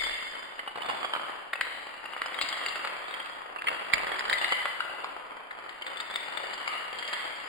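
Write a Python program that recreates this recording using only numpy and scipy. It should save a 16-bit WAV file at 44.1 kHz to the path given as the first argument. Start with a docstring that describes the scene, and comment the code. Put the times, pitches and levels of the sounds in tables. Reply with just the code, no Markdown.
"""A line of plastic dominoes topples across a stone floor in a bare room, winding towards a stereo pair of
microphones and away. Each contact is a dull knock, a hollow clack, a bright crack and one tile's ring.
Loud falls stand out of a dense clatter; the harder the tiles hit, the brighter they sound.
Far off the room takes over; close up the falls shake the microphone stand.
The recorder samples slowly, so the treble mirrors the band below."""
import sys
import numpy as np
from scipy import signal
from scipy.fft import rfft, irfft, next_fast_len
from scipy.io import wavfile

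SR = 44100
rng = np.random.default_rng(int(sys.argv[2]) if len(sys.argv) > 2 else 0)


def persist_wave(psi):
    """Save psi, clipped to +-1, as 16-bit WAV."""
    counts = np.round(np.clip(psi, -1, 1) * 32767).astype(np.int16)
    wavfile.write(sys.argv[1], SR, np.atleast_2d(counts).T)


N = 329868
RECORDER_HZ = 12000
LEFT_DB = 1.5  # the clatter and what lingers sit left of centre

# loud single falls: t/s, level/dB, weights of clack/dB, ring/dB and crack/dB, ring f/Hz,
# left over right/dB, bounces re first blow/dB
LOUD_FALLS = [(0.349, -35, -14, -17, -35, 3050, 5.5, 12), (0.5925, -29.5, -9.5, -16.5, -27, 3010, -3, 1.5),
              (0.676, -31, -20, -18, -37, 2940, 0, 0), (0.756, -35, -21, -22, -26, 2870, -6, 1.5),
              (0.819, -31, -24, -12.5, -24, 2950, -6, 2), (0.89, -33, -17, -21, -31, 2890, -7, -4),
              (0.898, -26, -19.5, -20.5, -33.5, 2870, -7.5, -7), (1.03, -29, -20, -24, -35, 3310, -3, -5),
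              (1.044, -25, -30, -21, -32, 3310, -1.5, 9.5),
              (1.136, -23, -37, -15.5, -35.5, 3060, 2.5, -4.5), (1.151, -25, -9, -27, -36.5, 3140, 0.5, -5),
              (1.163, -30.5, -29, -31, -31, 3000, -6, -12), (1.533, -25, -7, -23.5, -26.5, 3690, 2.5, 1),
              (1.556, -32.5, -33, -17, -29, 2620, 3, -10), (1.611, -22.5, -4.5, -18, -18, 3160, 3.5, -7),
              (2.055, -33.5, -26, -14, -29, 2760, 2.5, 3.5), (2.135, -34.5, -31, -16.5, -35, 2900, 3, -8),
              (2.165, -33.5, -20, -37, -46, 2850, 1, -13), (2.218, -25.5, -12.5, -25, -26, 2950, 0, -13.5),
              (2.26, -31.5, -22.5, -21, -20, 3050, 3.5, -14.5), (2.344, -33, 0, -11.5, -23, 3740, 9, -13),
              (2.388, -28, -11, -12.5, -27, 3240, -2, -10), (2.413, -22, -7.5, -18, -7.5, 3450, 7, -10),
              (2.42, -26.5, -14, -4.5, -1.5, 2710, 9.5, 3), (2.487, -28.5, -10.5, -13, -4, 2990, 4, -2),
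              (2.527, -27, -21.5, -12.5, -26, 3240, 1, 0.5), (2.662, -26, -4, -8, -8.5, 2780, 7, -12),
              (2.685, -31, -11, -14.5, -4, 2660, 1.5, -4.5), (2.757, -32, -23.5, -20.5, -21.5, 2730, 3, -2),
              (2.849, -28, -35, -28, -24, 2920, 0, -3), (2.873, -32, -10, -13, -16, 2630, 6, -2.5),
              (3.14, -32.5, -8.5, -10, -17.5, 3210, -1.5, -10.5),
              (3.2, -32.5, -13.5, -13, -32, 3233, -0.5, 0.5),
              (3.256, -36.5, -22.5, -17, -21.5, 2600, -4, 12), (3.561, -33, -28, -23, -45, 2730, -4, -5),
              (3.586, -35, -22, 3, -31, 2660, 0, 4), (3.6205, -33, -13, -36, -36, 3000, 2.5, -20.5),
              (3.67, -22, 5.5, -4, -20, 3170, 2, 4.5), (3.684, -19.5, -13.5, -10, -27, 2750, 2, -2),
              (3.9, -35, -16, -34.5, -50, 2700, -4.5, -23), (3.935, -14, 5.5, -11.5, -5, 3230, -2, -4.5),
              (3.98, -31.5, -16, -17.5, -25, 2960, 7, -13.5),
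              (4.193, -28.5, -7.5, -31, -11, 2900, -6, -24.5), (4.208, -32, -5.5, -25, -35, 2700, 3, -22),
              (4.253, -29.5, -17, -18.5, -21, 3020, -2.5, -7),
              (4.298, -24.5, 4.5, -20, -3.5, 3390, -3.5, -19),
              (4.311, -33, -4.5, -23, -28.5, 2600, 11.5, -14), (4.3286, -19, 6, -6.5, -7, 3835, 4.5, 0.5),
              (4.445, -22.5, -2.5, -24, -11, 3000, 2, -16), (4.522, -20, -11.5, -16, -24, 3060, 0, -1.5),
              (4.656, -25.5, -17.5, -23, -27, 3460, 2, -5), (4.805, -24, -2, -16, -19, 2910, 3, -10),
              (5.044, -24.5, -9.5, -36, -28, 3650, -0.5, -14), (5.509, -35, -7, -43, -25, 3030, 5.5, 2),
              (5.692, -38, -2.5, -9, -11.5, 3110, 7, -1.5), (5.821, -32.5, -3.5, -8, -19.5, 3070, 7, -8),
              (5.866, -33, -8, -16, -19, 3596, 2.5, -4), (5.971, -35, -9, -3, -10, 3530, 10.5, -0.5),
              (6.002, -29, -9, -12, -12.5, 3690, 3.5, 1.5), (6.142, -36, -29, -6.5, -20.5, 3730, 2, -8),
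              (6.159, -25, 0, 0.5, -14, 3580, 3, -17), (6.373, -29, -7, -8.5, -18.5, 3600, 9.5, -1.5),
              (6.534, -31.5, -19, -16, -16, 3050, 4.5, -1),
              (6.677, -26.5, -6.5, -15.5, -17, 2906, 9.5, -9.5),
              (6.986, -30.5, -17, -10.5, -13.5, 3200, 3, 2.5),
              (7.026, -33.5, -12.5, -15, -17, 3220, 6, -4.5), (7.077, -33.5, -13, -5, -2.5, 3240, 8, -6.5),
              (7.13, -27.5, -17, -17.5, -16, 3260, 2, 5.5)]
# bearing and distance of the toppling front: t/s, lag at the left microphone/ms, room lift/dB
FRONT_PATH = [(0, 0.538, -2), (1.2, 0.14, 0.5), (1.7, -0.059, 1), (2.7, -0.045, 3.5), (3.2, 0.326, 1),
              (3.9, 0.572, -5), (4.3, 0.547, -1.5), (4.7, -0.084, 5), (5.3, -0.22, -0.5),
              (7.48, -0.25, 3.5)]


def falls():
    """Single tiles slap the stone or hit a neighbour hard, then bounce, sharing out the blow's energy."""
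    # a corner touches, the tile slaps down and bounces twice: delay t/s, level/dB, 1 for a bounce
    touches = [(-.004, -17, 0), (0, 0, 0), (.0035, -1.5, 1), (.008, -8, 1)]
    # spectrum of a hard slap: f/Hz, level/dB
    slap = [(50, -40), (140, -23), (300, -16.5), (550, -7), (900, -2), (1300, 3.5), (1700, -4), (2400, -6),
            (4000, -35.5)]
    rows = np.repeat(LOUD_FALLS, len(touches), axis=0)
    times, level_db, clack_db, ring_db, crack_db, ring_hz, pan_db, bounce_db = rows.T
    delay, touch_db, is_bounce = np.tile(touches, (len(LOUD_FALLS), 1)).T
    slowness = np.repeat(rng.lognormal(0, .1, len(LOUD_FALLS)), len(touches))
    knock_db, lift_db = np.full(len(times), -12.5), 3.5
    parts_db = np.array([knock_db, clack_db, crack_db + lift_db, ring_db + lift_db])
    shares_db = parts_db - 10 * np.log10(np.sum(amp(parts_db) ** 2, axis=0))
    touch_db = touch_db + is_bounce * bounce_db - 10 * np.log10(1 + amp(bounce_db) ** 2)
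    return contacts(times + delay * slowness, level_db + shares_db + touch_db, pan_db, ring_hz, slap,
                    span=.009, chatter_db=(-3, -3, -5, -8), chatter_t60=.017, ring_width_hz=74)


def clatter(count=900, tiles=110):
    """Many light contacts as the leaning tiles tap, slide and settle."""
    # the running wave of tiles: t/s, knock level/dB, treble level/dB
    wave = [(0.0, -42.5, -36), (0.55, -50.5, -53.5), (0.8, -42.5, -50), (0.93, -37.5, -39.5),
            (1.16, -45, -46), (1.33, -41.5, -46), (1.5, -55.5, -62), (1.6, -46, -52), (1.65, -41.5, -41.5),
            (1.8, -47, -48), (2.0, -47.5, -50.5), (2.2, -46.5, -46.5), (2.39, -43.5, -46),
            (2.47, -41.5, -38), (2.65, -40, -40), (2.9, -41, -43.5), (3.25, -47, -47.5),
            (3.52, -47.5, -57.5), (3.68, -38.5, -40), (3.87, -44, -46.5), (4.05, -40.5, -40),
            (4.27, -39.5, -41), (4.37, -36.5, -34.5), (4.55, -42.5, -39.5), (4.8, -44, -48.5),
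            (5.13, -44, -52), (5.45, -46.5, -55.5), (5.79, -50.5, -50.5), (5.88, -40.5, -44),
            (6.05, -45, -43), (6.3, -41.5, -42.5), (6.64, -43, -42.5), (6.7, -41.5, -38.5),
            (6.85, -43.5, -45.5), (7.1, -43.5, -39), (7.48, -47, -48)]
    # spectrum of a light knock: f/Hz, level/dB
    light_knock = [(50, -36), (120, -25.5), (250, -14.5), (500, -7), (800, -4), (1250, -2.5), (1600, -8),
                   (2300, -10), (4000, -29)]
    jitter, force, edge, flat, side, behind = rng.standard_normal((count, 6)).T
    span = N / SR / count
    times = np.abs(np.arange(count) + .9 * jitter) * span
    # a few neighbouring tiles move at once, each with a pitch and a speed of its own
    tile = np.clip(times * SR / N * tiles + behind / 2, 0, tiles - 1).astype(int)
    tuning, speed = rng.standard_normal((tiles, 2))[tile].T
    pick, chance = rng.random((tiles, 2))[tile].T
    ring_hz = tile_pitch(times, pick, chance) * (1 + .02 * tuning)
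    knock_db, treble_db = at(wave, times)
    hardness_db = treble_db - knock_db
    force_db = 4 * np.clip(force, -2, 1.4) + 2 * speed
    # an edge strikes brighter, a flat side knocks more
    levels_db = [knock_db - .5 + 2 * flat,
                 treble_db - 3.5 + .25 * hardness_db,  # clack
                 treble_db - 8 + .36 * hardness_db + 2 * edge,  # crack
                 treble_db - 6 + 3 * edge]  # ring
    return contacts(times, levels_db + force_db, LEFT_DB + 2 * side, ring_hz, light_knock,
                    span, chatter_db=(3.5, 1, 0, -3), chatter_t60=.062, ring_width_hz=88)


def contacts(times, levels_db, pan_db, ring_hz, knock_spectrum,
             span, chatter_db, chatter_t60, ring_width_hz, size=1024):
    """Each blow excites knock, clack, crack and ring, in that order; levels are means over span seconds."""
    # modes of the hollow tiles: f/Hz, width/Hz, level/dB
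    clack_modes = [(1890, 1540, -8), (2093, 369, 13.5), (2241, 222, 11)]
    # pitch of the clack along the line: t/s, ratio to the usual pitch
    clack_pitch = [(0.6, 0.926), (0.676, 0.36), (0.898, 0.32), (1.136, 0.666), (1.611, 1), (2.217, 0.98),
                   (3.935, 1), (4.3, 0.91), (4.52, 1), (4.805, 0.704), (5.044, 0.53), (5.5, 0.97)]
    # spectrum of the crack: f/Hz, level/dB
    crack_spectrum = [(1200, -16), (2100, -53), (2500, 4), (2900, 2.5), (3400, 9), (4200, 13.5),
                      (5000, 2.5), (6000, 4)]
    # high tile modes that colour the crack: f/Hz, width/Hz, level/dB
    crack_modes = [(3560, 130, -6), (4817, 52, 17.5)]
    count, t = len(times), np.arange(size) / SR
    grid = np.fft.rfftfreq(size, 1 / SR)
    hz = grid[grid < RECORDER_HZ / 2]
    # the blow reaches the two microphones at different moments
    lag_s = at(FRONT_PATH, times)[0][:, None, None] / 1000
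    blow = np.exp(-1j * np.pi * hz * (np.abs(lag_s) + lag_s * np.array([[1], [-1]])))
    # the tile chatters on, and its neighbours scatter the sound
    fade = amp(-60 * t / chatter_t60)
    chatter = rfft(rng.standard_normal((count, 2, size)) * fade / np.linalg.norm(fade))[..., :len(hz)]
    knock = minimum_phase(knock_spectrum, grid)[None, :len(hz)]
    clack_ratio = at(clack_pitch, times)[0][:, None]
    clack = struck_tiles(clack_modes, hz, count, detune=.012, spread_db=4, pitch=clack_ratio)
    overtones = struck_tiles(crack_modes, hz, count, detune=.018, spread_db=6)
    crack = minimum_phase(crack_spectrum, grid)[:len(hz)] * (1 + overtones)
    ring = resonance(hz, ring_hz[:, None], ring_width_hz)
    ring -= amp(-18.5) * resonance(hz, 1.3 * ring_hz[:, None], ring_width_hz)  # second mode
    spectra = 0
    for body, db, rough_db in zip((knock, clack, crack, ring), levels_db, chatter_db):
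        part = (blow + amp(rough_db) * chatter) * body[:, None]
        power = np.sum(np.abs(part) ** 2, axis=(1, 2)) / (size * span * SR)
        spectra = spectra + part * (amp(db) / np.sqrt(power))[:, None, None]
    hits = irfft(spectra, size) * amp(np.outer(pan_db, [.5, -.5]))[..., None]
    starts = np.round(np.abs(times) * SR).astype(int)
    index = (starts[:, None] + np.arange(size)).ravel()
    return np.array([np.bincount(index, hits[:, side].ravel(), N)[:N] for side in range(2)])


def struck_tiles(modes, hz, count, detune, spread_db, pitch=1):
    """One response per contact: every tile is tuned and struck a little differently."""
    draws = rng.standard_normal((count, len(modes), 2, 1))
    response = 0
    for k, (centre, width, db) in enumerate(modes):
        gain = (-1) ** k * amp(db + spread_db * draws[:, k, 0])
        mode_hz = pitch * centre * (1 + detune * draws[:, k, 1])
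        response = response + gain * resonance(hz, mode_hz, width)
    return response


def tile_pitch(times, pick, chance, alike_share=.28):
    """A tile rings like the kind that made the closest loud fall, or else like any kind."""
    # kinds of tile: ring f/Hz, share of the line
    kinds = [(2700, .07), (2792, .22), (2950, .18), (3090, .17), (3230, .22), (3580, .13)]
    kinds_hz, shares = np.transpose(kinds)
    fall_times, fall_hz = np.transpose(LOUD_FALLS)[[0, 5]]
    closest_hz = fall_hz[np.abs(times[:, None] - fall_times).argmin(axis=1)]
    neighbour_hz = kinds_hz[np.abs(closest_hz[:, None] - kinds_hz).argmin(axis=1)]
    any_hz = kinds_hz[np.searchsorted(np.cumsum(shares), pick * shares.sum())]
    return np.where(chance < alike_share, neighbour_hz, any_hz)


def room(sound, build_s=.008):
    """Hard walls answer with a diffuse tail, different at each microphone."""
    # the tiles throw their treble up into the room: f/Hz, level/dB
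    throw = [(300, -2.5), (1500, 1), (3000, 2.5), (4500, -1.5)]
    # the room's decay: f/Hz, t60/s
    decay = [(150, 1), (1000, 0.98), (2500, 1), (5000, 1)]
    thrown = filtered(sound, lambda hz: amp(along(throw, hz)))
    hz, t, spectra = signal.stft(rng.standard_normal((2, SR)), SR, nperseg=256)
    tail = signal.istft(spectra * amp(-60 * t / along(decay, hz)[:, None]), SR, nperseg=256)[1]
    tail *= 1 - np.exp(-np.arange(tail.shape[1]) / SR / build_s)
    return signal.fftconvolve(thrown, tail / np.linalg.norm(tail[0]), axes=1)[:, :N]


def lingering(t60=1.36):
    """Tile notes, and a bright wash of rattle after the fall at 1.6 s, fade in the room."""
    # fading bands, those at 0 s from earlier falls: t/s, f/Hz, width/Hz, level/dB
    bands = [(0, 2145, 150, -31.5), (0, 3500, 101, -33), (0, 4840, 122, -40.5), (1.611, 3980, 450, -45),
             (2.662, 2746, 40, -47), (4.33, 2001, 40, -33), (4.522, 2017, 40, -31.5),
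             (6.676, 2855, 44.8, -46), (6.677, 1235, 130, -37)]
    out = np.zeros((2, N + SR))
    t, hz = np.arange(SR) / SR, np.fft.rfftfreq(SR, 1 / SR)
    fade = amp(-60 * t / t60)
    for start, centre, width, db in bands:
        band = irfft(rfft(rng.standard_normal((2, SR))) * resonance(hz, centre, width) ** 2) * fade
        band *= np.linalg.norm(fade) / np.linalg.norm(band, axis=1, keepdims=True)
        out[:, round(start * SR):][:, :SR] += band * amp(db + LEFT_DB * np.array([[.5], [-.5]]))
    return out[:, :N]


def microphone_stand(shake_t60=.85, bump_db=18, bump_s=.0011):
    """A jolt gives one low bump, then the stand shakes the two microphones against each other."""
    # jolts of the stand: t/s, level/dB
    jolts = [(-0.03, -45), (1.61, -61), (3.937, -46), (4.328, -56), (4.62, -65)]
    # spectrum of the shaking stand: f/Hz, level/dB
    rumble = [(20, -12.5), (35, 10), (55, -9), (80, -21), (150, -37), (1000, -63)]
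    shake, bump = np.zeros(N), np.zeros(N)
    for start, db in jolts:
        t = np.maximum(np.arange(N) / SR - start, 0)
        shake += amp(db - 60 * t / shake_t60) * (t > 0)
        age = t / bump_s
        bump += amp(db + bump_db) * age * (2 - age) * np.exp(-age)
    together, against = noise(rumble) * [[.42], [.9]]
    return shake * np.array([together + against, together - against]) + bump


def room_tone():
    """The faint, low hush of the still room."""
    # spectrum of the still air: f/Hz, level/dB
    air = [(35, -3), (55, -9.5), (90, -22.5), (200, -18.5), (1000, -15.5), (5000, -46)]
    return amp(-67.5) * noise(air)


def amp(db):
    """Decibels to gain."""
    return 10 ** (np.asarray(db) / 20)


def along(points, hz):
    """(Hz, value) points read on a log axis."""
    freqs, values = np.transpose(points)
    return np.interp(np.log(hz + 1), np.log(freqs), values)


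def at(rows, times):
    """Each column of a curve at the given times."""
    knots, *columns = np.transpose(rows)
    return [np.interp(times, knots, column) for column in columns]


def filtered(x, response):
    """x times a response of frequency."""
    size = next_fast_len(N + SR // 2)
    return irfft(rfft(x, size) * response(np.fft.rfftfreq(size, 1 / SR)), size)[..., :N]


def noise(spectrum):
    """Stereo noise of rms 1."""
    x = filtered(rng.standard_normal((2, N)), lambda hz: amp(along(spectrum, hz)))
    return x / x.std()


def minimum_phase(spectrum, hz):
    """Causal response with the given spectrum."""
    cepstrum = irfft(np.log(amp(along(spectrum, hz))))
    half = len(cepstrum) // 2
    cepstrum[1:half] *= 2
    cepstrum[half + 1:] = 0
    return np.exp(rfft(cepstrum))


def resonance(hz, centre, width):
    """Response of one damped mode."""
    return 1j * hz * width / (centre ** 2 - hz ** 2 + 1j * hz * width)


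def scene():
    """Falls and clatter over room tone; the further from the microphones, the more the room takes over."""
    loud, light = falls(), clatter()
    far_db = at(FRONT_PATH, np.arange(N) / SR)[1]
    direct = loud + amp(-1.3 - far_db / 2) * light
    to_walls = amp(-7 + far_db) * loud + amp(-1.2 + far_db / 2) * light
    return direct + room(to_walls) + lingering() + microphone_stand() + room_tone()


def record(dry):
    """Slow sampling joined by straight lines mirrors the sound into the treble."""
    edge_hz, top_hz, seconds = 5040, 16200, N // SR + 1
    band = filtered(dry, lambda hz: 1 / np.sqrt(1 + (hz / edge_hz) ** 110))
    padded = np.pad(band, ((0, 0), (0, seconds * SR - N)))
    slow = signal.resample(padded, seconds * RECORDER_HZ, axis=1)
    hz = np.fft.rfftfreq(seconds * SR, 1 / SR)
    images = np.fft.fft(slow)[:, np.arange(len(hz)) % slow.shape[1]] * SR / RECORDER_HZ
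    droop = np.abs(np.sinc(hz / RECORDER_HZ)) ** 1.898
    return irfft(images * droop * (hz < top_hz))[:, :N]


dry = scene()
out = record(dry)
persist_wave(out)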